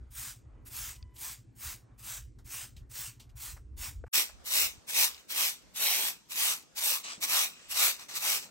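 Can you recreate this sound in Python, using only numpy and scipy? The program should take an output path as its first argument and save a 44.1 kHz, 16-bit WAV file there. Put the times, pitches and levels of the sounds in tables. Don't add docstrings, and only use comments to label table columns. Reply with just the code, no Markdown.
import sys
import numpy as np
from scipy import signal
from scipy.fft import rfft, irfft, next_fast_len
from scipy.io import wavfile
from scipy.ndimage import uniform_filter1d

SR = 44100
rng = np.random.default_rng(int(sys.argv[2]) if len(sys.argv) > 2 else 0)


def undo_db(level):
    steps = np.asarray(level, float) / 20
    return 10 ** steps


def inscribe(sig):
    pcm = np.round(np.clip(np.atleast_2d(sig).T, -1, 1) * 32767)
    wavfile.write(sys.argv[1], SR, pcm.astype(np.int16))


N = 374850
HZ, T = np.fft.rfftfreq(512, 1 / SR), np.arange(N) / SR
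FAR, NEAR = slice(0, N // 2), slice(N // 2 - SR // 5, N)
CUT_OUT_S, CUT_IN_S = 4.082, 4.127


def evened(x):
    return x / np.sqrt(np.mean(x ** 2) + 1e-20)


def read(points, hz):
    f, value = np.transpose(points)
    return np.interp(np.log(hz + 1), np.log(f + 1), value)


def follow(curve, t):
    return np.interp(t, *np.transpose(curve))


def band(x, lo_hz, hi_hz):
    sections = signal.butter(2, [lo_hz, min(hi_hz, .49 * SR)], "band", fs=SR, output="sos")
    return signal.sosfilt(sections, x)


def add(mix, s, sound):
    part = mix[:, round(s * SR):][:, :sound.shape[-1]]
    part += sound[..., :part.shape[1]]


def hold(t, start, length, edge):
    return np.clip(np.minimum(t - start, start + length + edge - t) / edge, 0, 1) ** 2


def bumps(t, rows):
    return [(np.exp(-((t - s) / half) ** 2), db) for s, half, db in rows]


# pitch_hz, right_lead (half turns)
HOUSING_TURNS = [(8700, 0), (10050, 1), (12050, 2), (13650, 3), (15600, 4)]


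def ports(a, b, colour, same, lag=((0, 0),), left=((1, 0),), patchy_db=0.):
    _, t, za = signal.stft(a, SR, nperseg=512)
    zb = signal.stft(b, SR, nperseg=512)[2]
    patches = uniform_filter1d(rng.standard_normal(za.shape), size=4, axis=0)
    patches = evened(uniform_filter1d(patches, size=15, axis=1))
    likeness = np.clip(read(same, HZ), 0, 1)[:, None]
    housing = np.pi * follow(HOUSING_TURNS, HZ)[:, None]
    path = 2 * np.pi * np.outer(HZ * (HZ < HOUSING_TURNS[0][0]), follow(lag, t))
    tilt = undo_db(read(left, HZ) / 2)[:, None]
    shared = likeness * za * np.exp(1j * (housing - path))
    own = np.sqrt(1 - likeness ** 2) * zb
    z = np.array([za * tilt, (shared + own) / tilt])
    z *= undo_db(read(colour, HZ)[:, None] + patchy_db * patches)
    return evened(signal.istft(z, nperseg=512)[1][:, :len(a)])


# pitch_hz, level_db
FAR_AIR = [(60, -40), (170, -5), (280, -3), (550, -20), (1000, -24), (2000, -29), (3500, -39), (8000, -41),
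           (12000, -42), (16000, -56)]
NEAR_AIR = [(30, -40), (130, 1), (400, -5), (1200, -11), (3000, -15), (7000, -16), (12000, -28),
            (16000, -32)]
# centre_s, half_length_s, level_db re the floor
FAR_SWELLS = [
    (.03, .08, 5),
    (.56, .11, 9),
    (1.9, .06, 10),
    (2.3, .1, -10),
    (1.48, .08, -4),
    (2.83, .05, 4),
    (3.3, .1, 2),
]
NEAR_SWELLS = [
    (4.42, .04, 4),
    (4.58, .12, 11),
    (5.2, .06, -3),
    (5.9, .1, 6),
    (6.22, .08, -7),
    (7.28, .1, 4),
    (8.35, .2, 3),
]
# time_s, level_db
FAR_LEAVES = [(0, 5), (.4, 1.5), (1.6, 3), (2.2, 0), (4.1, 0)]
NEAR_LEAVES = [(4.1, -1), (5.7, 1.5), (6.7, -.5), (7.6, 3), (8.5, 3)]


def air(view, colour, db, same, treble_same, swells, leaves, lowest_hz):
    t = T[view]
    likeness = [(100, same), (2000, same), (4000, treble_same), (8500, treble_same), (9600, .95)]
    x = ports(*rng.standard_normal((2, len(t))), colour, likeness, patchy_db=2.2)
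    ms = t[::44]
    swell_db = sum(bell * up_db for bell, up_db in bumps(ms, swells))
    low = signal.lfilter(*signal.butter(1, [lowest_hz, 2000], "band", fs=SR), x)
    high = signal.lfilter(*signal.butter(1, 2500, "high", fs=SR), x)
    rustle = undo_db(follow(leaves, t))
    return undo_db(db) * (x + high * (rustle - 1) + low * np.interp(t, ms, undo_db(swell_db) - 1))


# pitch_hz, level_db
GUST = [(8, -50), (25, -17), (42, -3), (58, 1), (78, -4), (100, -18), (150, -30), (300, -50), (900, -100)]
# centre_s, half_length_s, level_db
PUFFS = [(0, .15, -54), (.6, .12, -55), (.86, .07, -51), (1.04, .04, -48), (1.69, .04, -50),
         (2.24, .06, -52), (2.42, .05, -52), (2.79, .07, -48), (3.33, .06, -50), (3.55, .08, -49),
         (3.75, .1, -47), (3.97, .1, -42), (4.36, .06, -61), (4.66, .1, -60), (5.1, .08, -68),
         (5.7, .1, -72), (6.78, .05, -72), (7.35, .06, -72), (7.75, .07, -70), (8.3, .1, -73)]


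def wind():
    colour = undo_db(read(GUST, np.fft.rfftfreq(N, 1 / SR)))
    a, b = (evened(irfft(rfft(v) * colour, N)) for v in rng.standard_normal((2, N)))
    is_far = T < CUT_IN_S
    side = np.where(is_far, .2, 1.6)
    breeze_db = np.where(is_far, -61, -84)
    ms = T[::44]
    puffs = np.interp(T, ms, sum(bell * undo_db(db) for bell, db in bumps(ms, PUFFS)))
    return (undo_db(breeze_db) + puffs) * np.array([a + side * b, a - side * b])


# time_s, firings_so_far
FIRINGS = [(-.02, -7.5), (.649, 0), (1.23, 7), (1.403, 9), (2.649, 23), (3.991, 38), (4.2, 40.3)]
# pitch_hz, width_hz, level_db
EXHAUST = [(116, 18, 0), (232, 50, -20)]
# time_s, level_db
ENGINE_LEVEL = [(0, -59), (.8, -58), (1.25, -63), (1.5, -58), (4.1, -59)]


def engine():
    count = np.floor(follow(FIRINGS, T + .022))
    strength = undo_db(1.5 * rng.standard_normal(64))[count.astype(int) % 64]
    pulses = np.diff(count, prepend=count[0]) * strength
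    t = T[:SR // 4]
    rise = 1 - np.exp(-t / 0.021)
    pipe = np.zeros(len(t))
    for hz, width, db in EXHAUST:
        pipe += undo_db(db) * np.exp(-np.pi * width * t) * np.sin(2 * np.pi * hz * t)
    thud = signal.oaconvolve(pulses, pipe * rise)[:N]
    return undo_db(follow(ENGINE_LEVEL, T)) * thud / np.std(thud[:4 * SR])


def ticks(per_s, spread_db, size):
    strength = undo_db(spread_db * np.minimum(rng.exponential(1, size), 4)) * rng.choice([-1, 1], size)
    return strength * (rng.random(size) < per_s / SR)


# touch_s, push_s (to full pressure), drag_s, scrape_db, landing_db (leading straws)
FAR_STROKES = [
    (0.098, 0.103, 0.112, -45.7, -62.3),
    (0.645, 0.153, 0.115, -44.7, -56.7),
    (1.132, 0.122, 0.075, -45.1, -70.1),
    (1.544, 0.118, 0.071, -45.4, -70.9),
    (1.972, 0.133, 0.072, -44.2, -59.0),
    (2.439, 0.111, 0.091, -44.1, -58.8),
    (2.889, 0.099, 0.09, -43.6, -57.1),
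    (3.349, 0.089, 0.076, -45.9, -55.9),
    (3.76, 0.078, 0.048, -42.8, -53.2),
]
NEAR_STROKES = [
    (4.089, 0.079, 0.051, -26.6, -60.0),
    (4.431, 0.154, 0.074, -27.8, -38.5),
    (4.857, 0.176, 0.031, -26.1, -37.4),
    (5.272, 0.152, 0.07, -29.9, -37.3),
    (5.728, 0.125, 0.237, -30.4, -39.4),
    (6.277, 0.166, 0.087, -29.7, -40.1),
    (6.74, 0.139, 0.082, -30.0, -36.3),
    (7.194, 0.179, 0.076, -27.5, -30.1),
    (7.674, 0.168, 0.059, -26.0, -36.4),
    (8.123, 0.191, 0.058, -29.1, -33.9),
]
# start_s, length_s, scrape_db, tips_db re scrape
BRUSHES = [
    (5.139, 0.066, -57.6, -5.5),
    (7.032, 0.097, -41.5, -17.6),
    (7.496, 0.195, -57.2, -19.0),
    (7.983, 0.042, -48.0, -6.3),
    (8.081, 0.069, -44.9, -5.5),
    (8.414, 0.027, -46.3, -6.1),
]
# time_s, level_db
FAR_FACING = [(0, 4.1), (1.8, 2.9), (2.1, 1.4), (4.1, 2.3)]
NEAR_FACING = [(4.1, 3.4), (6.6, 3.4), (8.5, 1.5)]
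CONTACT_S, LAND_AT_S, LAND_S = (.01, .012), (.03, .046), (.017, .02)
PUSH_DB, PUSH_BEND, SAG_DB, LIFT_DB_PER_S = (41, 56), (1.99, 2.7), (3.4, 6), (320, 365)
BODY_DB, BODY_DB_PER_S, TIPS_DB_PER_S = (-1.5, .55), (.55, 10.3), (-21, 6.3)
DUST_DB, DUST_DB_PER_S, DUST_LOW_DB = (-18, -11.6), (150, 200), (-7.4, 1.3)
DUST_TIPS_DB, DUST_DULLS_DB_PER_S = (-9.3, -10.1), (130, 113)


def strokes(t, rows, k, facing):
    power = np.zeros((3, len(t)))
    flat = 0 * t
    for touch, push, drag, db, land_db in rows:
        past = t - touch - push
        after = np.maximum(past - drag, 0)
        build_db = -PUSH_DB[k] * np.clip(-past / push, 0, 1) ** PUSH_BEND[k]
        sag_db = -SAG_DB[k] * np.clip(past / drag, 0, 1) ** 2
        bundle = undo_db(db + build_db + sag_db - LIFT_DB_PER_S[k] * after)
        landing = undo_db(land_db) * np.exp(-((t - touch - LAND_AT_S[k]) / LAND_S[k]) ** 2)
        lean = np.clip(past, -push, drag + .1)
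        body_db = BODY_DB[k] + BODY_DB_PER_S[k] * lean
        tips_db = TIPS_DB_PER_S[k] * lean + follow(facing, t)
        colour = undo_db(np.array([body_db, flat, tips_db]))
        dust_tips_db = DUST_TIPS_DB[k] - DUST_DULLS_DB_PER_S[k] * after
        dust_db = np.array([DUST_LOW_DB[k] + flat, flat, dust_tips_db])
        dust = (past > 0) * undo_db(db + DUST_DB[k] - DUST_DB_PER_S[k] * after + dust_db)
        contact = np.clip((t - touch) / CONTACT_S[k], 0, 1)
        power += contact ** 2 * ((bundle ** 2 + landing ** 2) * colour ** 2 + dust ** 2)
    for start, length, db, tips_db in BRUSHES:
        lift_db = -300 * np.maximum(t - start - length, 0)
        level_db = db + lift_db + np.array([[4.5], [0], [tips_db]])
        power += (np.clip((t - start) / .012, 0, 1) * undo_db(level_db)) ** 2
    return np.sqrt(power)


# pitch_hz, level_db
FAR_STRAW = [(300, -21), (600, -12), (1000, -4), (2500, -2.5), (4000, -4.5), (5500, -1.5), (8500, 0),
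             (11500, -2), (13200, -5.5), (15200, -1.5)]
NEAR_STRAW = [(100, -34), (300, -18), (900, -7), (1700, -5.5), (2500, 3), (3600, 1), (4800, -1), (5900, 3),
              (7000, -3), (7900, 2), (9200, -3), (10500, -4), (11800, 1), (13200, -7), (15500, -4)]
# pitch_hz, likeness (0-1)
FAR_SAME = [(300, 0.94), (900, 0.89), (2200, 0.87), (3100, 0.73), (5000, 0.97), (8400, 0.92), (9200, 1),
            (16000, 1)]
NEAR_SAME = [(100, 0.63), (500, .85), (1400, .65), (2000, .35), (2600, .4), (3200, .68), (4000, .45),
             (7000, .35), (8500, .45), (9700, .94), (16000, .94)]
# pitch_hz, left_minus_right_db
NEAR_LEFT = [(300, -1), (2000, 0.5), (2900, -2), (4000, 8), (5000, -2.5), (6900, 7), (7900, -4.5),
             (9000, -0.5)]
# time_s, right_lag_s
NEAR_LAG = [(5.5, .00015), (5.9, .00006), (6.1, .00015), (7.02, .00015), (7.04, .00028), (7.17, .00028),
            (7.2, .00015)]
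# time_s, level_db re scrape
HOLLOW = [(4.1, -22), (6.8, -20), (7.05, -4), (7.5, -10), (8.5, -18)]


def broom(view, rows, k, facing, colour, same, lag, left, hollow):
    t = T[view]
    shared, own = ticks(20000, 1.5, len(t)), ticks(20000, 1.7, len(t))
    straw = ports(shared, own, colour, same, lag - np.array([t[0], 0]), left, patchy_db=2.2)
    size = next_fast_len(len(t))
    spectrum, hz = rfft(straw, size), np.fft.rfftfreq(size, 1 / SR)
    low = 1 / (1 + (hz / 1700) ** 4)
    high = 1 / (1 + (8800 / (hz + 1)) ** 24)
    ring = 1 / (1 + ((hz - 1160) / 90) ** 2)
    shares = (low, 1 - low - high, high, ring)
    layers = [irfft(spectrum * share, size)[:, :len(t)] for share in shares]
    ms = t[::44]
    body, scrape, tips = strokes(ms, rows, k, facing)
    gains = [body, scrape, tips, scrape * undo_db(9 + follow(hollow, ms))]
    flutter = evened(band(rng.standard_normal(len(t)), 29.9, 200))
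    sound = sum(x * np.interp(t, ms, gain) for x, gain in zip(layers, gains))
    return sound * undo_db(.95 * flutter) / np.std(layers[1])


# start_s, peak_db, pitch_hz, ring_s
KNOCKS = [(.527, -40, 57, .08), (1.024, -34, 67, .1), (1.027, -40, 4700, .008), (1.027, -50, 3600, .008),
          (1.028, -54, 2500, .012), (2.764, -45, 140, .05), (4.02, -50, 250, .04), (4.0395, -32, 480, .022),
          (4.04, -41, 1500, .012), (4.043, -40, 700, .015), (4.778, -44, 95, .05), (5.146, -35, 5000, .006),
          (5.147, -37, 3600, .005), (7.179, -42, 200, .04), (7.617, -54, 500, .03), (8.24, -50, 286, .04)]


def knocks():
    out, t = np.zeros((2, N)), T[:SR // 4]
    for s, db, hz, t60 in KNOCKS:
        gain = undo_db(db - 60 * t / t60) * (1 - np.exp(-3 * hz * t))
        add(out, s, gain * np.sin(2 * np.pi * hz * t))
    return out


# start_s, length_s, pitch_hz, level_db
SQUEAKS = [
    (.53, .1, 985, -79),
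    (.95, .24, 997, -74),
]
# multiple, level_db
SQUEAK_ORDERS = [(1, 0), (2, -5), (3, -12)]


def squeak():
    t, out = T[:3 * SR // 2], np.zeros(N)
    throb = undo_db(3.1 * evened(band(rng.standard_normal(len(t)), 15, 60)))
    for start, length, hz, db in SQUEAKS:
        tone = sum(undo_db(d) * np.sin(2 * np.pi * k * hz * t) for k, d in SQUEAK_ORDERS)
        out[:len(t)] += tone * throb * undo_db(db) * hold(t, start, length, edge=.03)
    return out


# start_s, peak_db, low_part_db re peak, ring_s
SCUFFS = [(0.9544, -50, -13, 0.071), (1.1613, -50, -11, 0.099), (2.385, -58, -0.5, 0.11),
          (2.763, -52, -13, 0.14), (3.196, -49, -9.5, 0.16), (3.292, -59.5, -12, 0.083),
          (3.5644, -52, 5, 0.08), (4.0627, -63, 8, 0.12), (4.2916, -50, 5, 0.06), (5.143, -48, -12, .05),
          (5.618, -57, -20, .06), (6.622, -50, -15, .06), (7.6194, -61, -11, 0.09)]


def scuffs():
    out, t = np.zeros((2, N)), T[:SR // 5]
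    size = len(t) * len(SCUFFS)
    colour = [(500, 0), (3000, 2), (16000, -9)]
    grit = ports(ticks(9000, 2., size), ticks(8000, 2., size), colour, FAR_SAME)
    low = evened(band(grit, 500, 2160)).reshape(2, -1, len(t))
    high = evened(band(grit, 2000, 16000)).reshape(2, -1, len(t))
    rise = 1 - np.exp(-t / .003)
    for k, (s, db, low_db, t60) in enumerate(SCUFFS):
        burst = high[:, k] + undo_db(low_db) * low[:, k]
        add(out, s, burst * undo_db(db - 60 * t / t60) * rise)
    return out


def scene():
    far = scuffs() + knocks() + wind()
    near = far.copy()
    far += engine() + squeak()
    far[:, FAR] += broom(FAR, FAR_STROKES, 0, FAR_FACING, FAR_STRAW, FAR_SAME,
                         lag=((0, 0),), left=((1, 0),), hollow=((0, -60),))
    far[:, FAR] += air(FAR, FAR_AIR, -67, .4, .93, FAR_SWELLS, FAR_LEAVES, lowest_hz=600)
    near[:, NEAR] += broom(NEAR, NEAR_STROKES, 1, NEAR_FACING, NEAR_STRAW, NEAR_SAME,
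                           NEAR_LAG, NEAR_LEFT, HOLLOW)
    near[:, NEAR] += air(NEAR, NEAR_AIR, -62, .1, .05, NEAR_SWELLS, NEAR_LEAVES, lowest_hz=120)
    fade_out = np.clip((CUT_OUT_S - T) / .001, 0, 1)
    fade_in = np.clip((T - CUT_IN_S) / 0.012, 0, 1)
    return far * fade_out + near * fade_in


def joint(x, under_db, faint_db):
    z = signal.stft(np.array([x[0] + x[1], x[0] - x[1]]) / 2, nperseg=2048)[2]
    power = abs(z[:, :1024]).reshape(2, 64, 16, -1) ** 2
    power = uniform_filter1d(power.mean(2), size=3, axis=2)
    keep = power > power[::-1] * undo_db(-2 * under_db)
    faintest = undo_db(2 * faint_db + .8 * np.arange(37))[:, None]
    keep[:, 27:] &= power[:, 27:] > faintest
    keep[:, :5] = True
    z[:, :1024] *= np.repeat(keep, 16, axis=1)
    mid, side = signal.istft(z, nperseg=2048)[1][:, :N]
    return np.array([mid + side, mid - side])


def band_limit(x):
    return signal.sosfilt(signal.butter(12, 17090, fs=SR, output="sos"), x)


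def record(dry):
    edge = signal.firwin(511, 15850, window=("kaiser", 9), fs=SR)
    limited = signal.oaconvolve(dry, edge[None], "same")
    mix = joint(limited, under_db=7.5, faint_db=-113.5)
    return band_limit(mix)


dry = scene()
out = record(dry)
inscribe(out)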